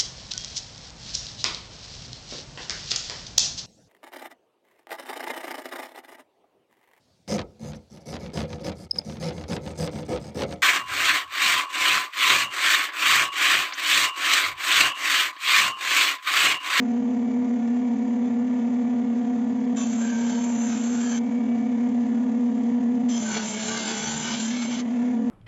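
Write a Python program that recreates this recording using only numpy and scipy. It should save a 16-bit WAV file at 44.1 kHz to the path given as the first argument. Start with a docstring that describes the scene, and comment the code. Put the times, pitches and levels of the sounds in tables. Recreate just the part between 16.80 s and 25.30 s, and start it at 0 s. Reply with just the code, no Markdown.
"""An open wood shed, where the three-knife cutter block of a jointer hums, whirrs and ticks faintly.
Twice a panel is pushed over it: the load slows the motor, chips hiss, and the panel sings and rings.
Shaft tones are sine waves; the air, the cut and the ticks are shaped noise. As in sped-up playback,
slices of about 28 ms cross-fade, so the hum flutters where two slices disagree."""
import sys
import numpy as np
from scipy import signal
from scipy.fft import rfft, irfft, next_fast_len
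from scipy.io import wavfile
from scipy.ndimage import uniform_filter1d, map_coordinates

SR = 44100
rng = np.random.default_rng(int(sys.argv[2]) if len(sys.argv) > 2 else 0)


def bounce(signal):
    """Save signal as a 16-bit WAV file at the path given by the first command-line argument."""
    frames = np.transpose(np.atleast_2d(signal))
    limited = np.clip(frames, -1, 1)
    pcm = np.round(limited * 32767).astype(np.int16)
    wavfile.write(sys.argv[1], SR, pcm)


N = 374842

# the two panel passes, each a list of: t/s, chip hiss level/dB,
# base level of the panel's upper range/dB, base level of its lower range/dB
PANEL_PASSES = [
    [(2.97, -41, -44, -44), (3.06, -42, -46.5, -51), (3.18, -43.5, -51, -48), (3.28, -43, -44, -45),
     (3.52, -42.5, -46, -45.5), (3.8, -41, -47.5, -49), (3.94, -40.5, -43.5, -44), (4.15, -41, -47, -44.5),
     (4.375, -41, -42.5, -44.5)],
    [(6.295, -44.5, -45, -54), (6.4, -38, -44.5, -41.5), (6.56, -37, -35.5, -32.5), (6.7, -37, -39.5, -43),
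     (6.95, -37.5, -35, -34), (7.3, -36, -36, -41), (7.55, -37.5, -35.5, -39.5), (7.68, -36, -42, -45),
     (7.76, -43.5, -39, -44.5), (8.005, -42, -43.5, -39)],
]


def amp(db):
    """Turn decibels into a plain gain."""
    return 10 ** (np.asarray(db) / 20)


def unit(x):
    """Scale a signal to an average (rms) strength of 1."""
    return x / np.sqrt(np.mean(x ** 2) + 1e-20)


def curves(rows):
    """Draw straight lines between table rows: one value per sample for each column after the time."""
    s, *columns = np.transpose(rows)
    return [np.interp(np.arange(N) / SR, s, column) for column in columns]


def filtered(x, response):
    """Multiply the spectrum of x by a gain that depends on frequency."""
    m = next_fast_len(N + 8192)
    gain = response(np.fft.rfftfreq(m, 1 / SR))
    return irfft(rfft(x, m) * gain, m)[..., :N]


def wobble(rate):
    """A smooth random curve through `rate` random points a second."""
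    points = rng.standard_normal(int(N * rate / SR) + 4)
    return map_coordinates(points, [np.arange(N) * rate / SR])


def swell(start, end):
    """The samples of a spell and an envelope that rises and falls roundly over it."""
    span = slice(round(start * SR), round(end * SR))
    shape = np.abs(np.sin(np.linspace(0, np.pi, span.stop - span.start))) ** .5
    return span, shape


def rush(spectrum, patchy_db, source=None):
    """Coloured noise of rms 1, from a given or a fresh white source, with patches of random gain."""
    white = rng.standard_normal(N) if source is None else source
    z = signal.stft(white, nperseg=512)[2]
    patches = uniform_filter1d(rng.standard_normal(z.shape), size=2, axis=0)  # across frequency
    patches = uniform_filter1d(patches, size=18, axis=1)  # along time
    noise = signal.istft(z * amp(patchy_db * unit(patches)), nperseg=512)[1][:N]
    f, db = np.transpose(spectrum)

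    def colour(hz):
        return amp(np.interp(np.log(hz + 1), np.log(f + 1), db, -120, -120))
    return unit(filtered(noise, colour))


def slices():
    """Per sample the slice number and the share of the next; per slice the shaft turns skipped so far."""
    # seams where the knife tone dips deeply: t/s, depth/dB; chance plays the shallower ones
    dip_rows = [(0.215, -30.0), (1.153, -24.0), (1.175, -17.0), (1.266, -12.0), (1.494, -30.0),
                (1.894, -13.0), (2.234, -12.0), (2.26, -11.0), (2.462, -12), (2.66, -26.0), (2.74, -29.5),
                (2.803, -9.5), (2.939, -23.0), (2.962, -19.0), (3.0, -21), (3.048, -20), (3.121, -11.0),
                (3.775, -14.0), (3.959, -12), (3.989, -15.5), (4.484, -12.0), (4.503, -20.5),
                (4.594, -12.0), (4.675, -13.5), (4.82, -18.0), (4.88, -22.0), (5.11, -12.5), (5.248, -12.0),
                (5.339, -13.5), (5.455, -12.0), (5.588, -11.5), (5.736, -22.5), (5.827, -28.0),
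                (5.913, -30.5), (6, -17.5), (6.231, -13.0), (6.41, -18), (6.691, -13.5), (6.728, -22.5),
                (6.784, -9.5), (6.848, -29), (7.161, -10.0), (7.212, -27.5), (7.257, -21), (7.422, -17.5),
                (7.594, -13.5), (7.965, -12.5), (8.434, -11), (8.456, -9.5)]
    slice_s, first_s = .028465, .01393
    grid = first_s + slice_s * np.arange(-1, N / SR / slice_s + 2)
    draw = rng.random((len(grid), 4))
    dips, dip_db = np.transpose(dip_rows)
    free = np.abs(grid[:, None] - dips).min(1) > .016  # regular seams clear of the deep dips
    jittered = grid + .006 * (draw[:, 0] - .5)
    seams = np.r_[jittered[free], dips]
    # an even blend of two tones p periods apart keeps cos(pi p) of the strength
    deep = np.arccos(np.clip(amp(dip_db), 0, 1)) / np.pi
    sign = np.where(draw[:len(dip_rows), 2] < .64, -1, 1)
    periods = np.r_[.78 * (draw[free, 1] - .5), deep * sign]  # of the knife tone
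    order = np.argsort(seams)
    # whole knife periods leave the knife tone alone but shift the other shaft tones
    whole_periods = np.floor(3 * draw[np.arange(len(seams)) % len(grid), 3])
    skip = np.cumsum(np.r_[0, periods[order] + whole_periods, 0]) / 3  # three knives per turn
    place = np.interp(np.arange(N) / SR, seams[order], np.arange(len(seams))) + .5
    share = np.clip(.5 + 1.45 * (place % 1 - .5), 0, 1)
    return place.astype(int), share, skip


def bite(turns, index, share, skip, renew_hz, fresh):
    """White force of the nicked edges: it repeats every turn, gradually renews and is partly fresh noise."""
    age = np.arange(N) / SR * renew_hz
    edge = rng.standard_normal((int(age[-1]) + 2, 640))  # one row is one turn's pattern
    old = np.cos(age % 1 * np.pi / 2)
    new = np.sin(age % 1 * np.pi / 2)
    row = age.astype(int)

    def seen(k):
        angle = ((turns + skip[k]) % 1 * edge.shape[1]).astype(int) % edge.shape[1]
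        return old * edge[row, angle] + new * edge[row + 1, angle]
    repeating = (1 - share) * seen(index) + share * seen(index + 1)
    return np.sqrt(1 - fresh) * repeating + np.sqrt(fresh) * rng.standard_normal(N)


def ticks():
    """Faint ticks in the machine: puffs of noise that start sharply and die away exponentially."""
    # set ticks: t/s, approximate peak level/dB
    set_ticks = [(0.8757, -39), (6.1535, -41)]
    # colour of the ticks: f/Hz, relative level/dB per Hz
    tick_colour = [(1500, -25), (2400, -4), (4800, -4), (7600, 0)]
    ticks_per_s, strongest_db, t60_s = 14, -57, .05  # chance ticks; time to fall by 60 dB
    strength = amp(strongest_db - 2.2 * rng.exponential(size=N))
    hits = strength * (rng.random(N) < ticks_per_s / SR)
    for s, db in set_ticks:
        hits[round(s * SR)] = amp(db - 12)  # noise peaks stand about 12 dB above its rms
    envelope = signal.lfilter([1], [1, -amp(-60 / (t60_s * SR))], hits)
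    return envelope * rush(tick_colour, patchy_db=0)


def whirr(force, flicker):
    """Knives beat the air: rumble, body and treble; the body repeats with the shaft, the upper two flicker."""
    # air and bearing noise: t/s, level of the body before flicker/dB
    body_level = [(0, -53), (2.9, -53.5), (4.4, -52.5), (6.2, -54), (8.05, -50), (8.3, -50), (8.38, -55)]
    # colours of the three parts: f/Hz, relative level/dB per Hz
    rumble_colour = [(25, -48.5), (60, -24.5), (120, -1.5), (320, -1.5), (680, 1.5), (800, -3), (960, -1),
                     (1060, -8.5), (1200, -6), (1290, -26.5)]
    body_colour = [(1100, -29.5), (1300, -13.5), (1410, -9), (1530, -11), (1730, -7), (2250, -7.5),
                   (2440, -11), (3500, -15.5), (4200, -33)]
    treble_colour = [(3000, -32.5), (3400, -7.5), (4900, -7.5), (5650, -10), (5900, -2.5), (6670, -1),
                     (7550, -5), (7800, -8)]
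    rumble_db, treble_db = -43, -59  # base levels
    body_db, = curves(body_level)
    swing_db = body_db - body_db.mean()  # the other parts follow the body's level
    rumble = amp(rumble_db + 0.33 * swing_db) * rush(rumble_colour, patchy_db=0)
    body = amp(body_db + 0.34 * flicker) * rush(body_colour, 0.63, force)
    treble_gain = amp(treble_db + 0.77 * swing_db + 0.85 * flicker)
    return rumble + body + treble_gain * rush(treble_colour, patchy_db=.5)


def ringing(force):
    """The bite drives one resonance of the panel or the knives, at a fixed pitch, for each spell."""
    # spells: start/s, end/s, f/Hz, rms level at the height of the envelope/dB
    spells = [(2.965, 3.05, 2650, -51), (2.965, 3.06, 3500, -54), (3.2, 3.45, 1640, -49),
              (3.76, 3.9, 6150, -49), (4.22, 4.39, 1660, -48), (4.2, 4.39, 3100, -51),
              (4.28, 4.39, 6400, -47), (6.295, 6.4, 3200, -48), (6.295, 6.42, 5250, -50),
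              (6.295, 6.42, 6000, -45), (6.47, 6.6, 6000, -43), (6.5, 6.62, 4400, -50),
              (6.68, 6.86, 7200, -44), (6.87, 7.08, 1550, -43), (7.0, 7.36, 3400, -47),
              (7.15, 7.38, 5950, -42), (7.22, 7.38, 4500, -48), (7.33, 7.43, 7050, -42),
              (7.7, 8.02, 6250, -47), (7.73, 7.88, 2200, -45), (7.78, 7.9, 4050, -49)]
    width_hz, chatter_db, chatter_per_s = 200, 2.5, 25  # each ring is broad and chatters in level
    out = np.zeros(N)
    for start, end, hz, db in spells:
        span, shape = swell(start, end)
        edges = [hz - width_hz / 2, hz + width_hz / 2]
        band = signal.butter(1, edges, 'band', fs=SR, output='sos')
        ring = signal.sosfilt(np.r_[band, band], force[span])  # the same band filter twice
        chatter = amp(chatter_db * wobble(chatter_per_s)[span])
        out[span] += amp(db) * shape * unit(chatter * ring)
    return out


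def planing(force, flicker):
    """The bite sounds as chip hiss, tearing and rasp, and makes the panel boom and ring."""
    # colours of the five parts: f/Hz, relative level/dB per Hz
    hiss_colour = [(5500, -21), (5800, -13), (5980, -4), (6280, 1.5), (6750, -5.5), (7130, 0), (7520, 1.5),
                   (7800, -11)]
    tearing_colour = [(2400, -46), (2700, -5.5), (3100, 2), (3800, 0), (4150, -2.5), (4450, 0.5),
                      (4900, -4.5), (5250, 0), (5800, -7.5), (6100, 3.5)]
    rasp_colour = [(1500, -27), (1850, -11.5), (2250, 3.5), (2700, -7), (3200, -11.5)]
    boom_colour = [(25, -30), (140, -2), (300, 3), (600, -7.5), (880, 2.5), (1200, -7), (1500, -31.5)]
    ring_colour = [(1150, -11.5), (1350, -6.5), (1560, -1.5), (1750, -10.5), (2000, -27)]
    # per pass: tearing/dB and rasp/dB over the upper range, boom/dB and ring/dB over the lower range
    mix_levels = [(-5.5, -9, -3, -6), (-2, -8, -3.5, -8)]
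    drift_db, drift_per_s = 1.2, 6  # each of the four wanders on its own as the grain changes
    hiss_db, upper_db, lower_db = curves([row for rows in PANEL_PASSES for row in rows])
    mix_rows = [(row[0], *levels) for rows, levels in zip(PANEL_PASSES, mix_levels)
                for row in (rows[0], rows[-1])]
    colours = tearing_colour, rasp_colour, boom_colour, ring_colour
    tearing, rasp, boom, ring = (
        amp(db + drift_db * wobble(drift_per_s)) * rush(colour, 1.6, force)
        for db, colour in zip(curves(mix_rows), colours))
    hiss = amp(hiss_db) * rush(hiss_colour, 3, force)
    upper = amp(upper_db) * (tearing + rasp)
    lower = amp(lower_db) * (boom + ring)
    return amp(1.34 * flicker) * (hiss + upper + lower)


def hum(turns, cutting, index, share, skip):
    """Shaft tones: each slice starts at another shaft angle, and the fade blends two neighbouring slices."""
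    # knife tone, sinking while a panel covers the block: t/s, peak level before scatter and seams/dB
    knife_level = [(2.93, -19), (2.98, -20), (4.4, -20.5), (4.6, -18.5), (6.3, -18), (6.5, -27),
                   (7.4, -30.5), (7.65, -22.5), (8, -23.5), (8.25, -18.5)]
    # pitches of the other shaft tones: multiple of the shaft rate (the knife tone is the third)
    multiples = [5, 6, 8, 9, 9.6, 12, 15, 17.24, 18, 21, 21.8, 23.6, 24.2, 25, 27, 28.6]
    # one row per multiple: relative idle level/dB, change added in the cut/dB
    shaft_levels = [(-29, -7), (-19.5, -2.5), (-37, -1), (-24, -0.5), (-34.5, -4.5), (-33.5, -5.5),
                    (-41.5, 0), (-44, -4.5), (-43, -2.5), (-45.5, -3), (-39, -15), (-42, -7), (-46.5, 2),
                    (-48, -6), (-43, -4.5), (-37, -9.5)]
    # shared level of those tones, fading late in the long pass: t/s, level/dB
    others_level = [(0, -19), (6, -20), (6.9, -22), (7.4, -28), (7.65, -35), (8.25, -20)]
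    # a bearing whine on the top multiple comes and goes: t/s, added level/dB
    whine_level = [(.3, -6), (.5, 2.5), (.7, -14), (1.1, 4), (1.5, -4), (1.85, 0), (2.7, -11.5), (4.5, 3.5),
                   (4.9, 2), (5.3, -14)]
    # spells in which the panel sings: start/s, end/s, multiple of the shaft rate, peak level before scatter/dB
    singing = [(2.965, 3.06, 8, -42), (2.965, 3.05, 14, -43), (3.1, 3.95, 7, -45.5), (3.18, 3.897, 12, -43),
               (3.2, 3.46, 20, -42.5), (6.4, 6.525, 8, -37.5), (6.44, 6.63, 20.4, -36.5),
               (6.45, 7.447, 6, -42), (6.55, 7.3, 9, -46.5), (6.85, 7.06, 40, -44), (6.9, 7, 16, -38),
               (6.92, 7.047, 29, -39), (6.926, 7.485, 11, -41.5), (6.95, 7.714, 20, -41.5),
               (7, 7.5, 12, -46), (7.15, 7.612, 2, -41)]
    waver_db, waver_per_s = 1.3, 4  # each of the other shaft tones swells and fades slowly
    slip_cycles = .19  # random slip per slice of steady tones: the sung ones and the knife tone's octave
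    beside_db = -14.5  # the panel's resonance also lifts the neighbouring multiples

    def tone(multiple, scatter_db, span=slice(None), steady=False):
        size = amp(scatter_db * rng.standard_normal(len(skip)))  # each slice has its own level
        if steady:
            slip = np.cumsum(slip_cycles * rng.standard_normal(len(skip)))
        else:
            slip = multiple * skip

        def seen(k):
            return size[k] * np.sin(2 * np.pi * (multiple * turns[span] + slip[k]))
        return (1 - share[span]) * seen(index[span]) + share[span] * seen(index[span] + 1)

    knife = amp(curves(knife_level)[0]) * tone(3, scatter_db=.4)
    whine_db, = curves(whine_level)
    others = np.zeros(N)
    for k, (db, cut_db) in zip(multiples, shaft_levels):
        level_db = db + cut_db * cutting + waver_db * wobble(waver_per_s)
        if k == multiples[-1]:
            level_db = level_db + whine_db
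        others += amp(level_db) * tone(k, scatter_db=1.84, steady=k == multiples[1])
    out = knife + amp(curves(others_level)[0]) * others
    for start, end, k, db in singing:
        span, shape = swell(start, end)
        beside = amp(beside_db) * (tone(k - 1, 4, span) + tone(k + 1, 4, span))
        out[span] += amp(db) * shape * (tone(k, 2, span, steady=True) + beside)
    return out


def scene():
    """Turn the shaft, join the slices and add up all the sounds."""
    # the load slows the motor: t/s, knife rate f/Hz
    speed = [(0, 240.5), (3, 240.3), (3.15, 235.5), (3.45, 233.3), (3.75, 235.5), (4.05, 239.2),
             (4.5, 240.2), (6.32, 240), (6.5, 222), (6.7, 215.6), (7.1, 219), (7.3, 225), (7.7, 233.5),
             (7.85, 238), (8.5, 240)]
    index, share, skip = slices()
    turns = np.cumsum(curves(speed)[0]) / SR / 3  # shaft turns so far
    t = np.arange(N) / SR
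    cutting = np.zeros(N)  # 1 while a panel is on the block
    for rows in PANEL_PASSES:
        start, end = rows[0][0], rows[-1][0]
        cutting += np.interp(t, [start - .012, start, end, end + .02], [0, 1, 1, 0])
    chance = rng.standard_normal(len(skip))
    flicker = (1 - share) * chance[index] + share * chance[index + 1]
    seam_gain = (share ** 2 + (1 - share) ** 2) ** .4  # unrelated noises lose power where they blend
    force = bite(turns, index, share, skip, renew_hz=10, fresh=.28)
    machine = ticks() + seam_gain * whirr(force, flicker)
    panel = ringing(force) + cutting * planing(force, flicker)
    return (machine + panel + hum(turns, cutting, index, share, skip))[None]


def record(dry):
    """The top rolls off steeply, by 40 dB just under the band limit, and nothing passes beyond it."""
    roll_hz, top_hz = 7510, 7660

    def response(hz):
        return (hz < top_hz) * amp(-40 * np.clip((hz - roll_hz) / (top_hz - roll_hz), 0, 1))
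    return filtered(dry, response)


dry = scene()
out = record(dry)
bounce(out)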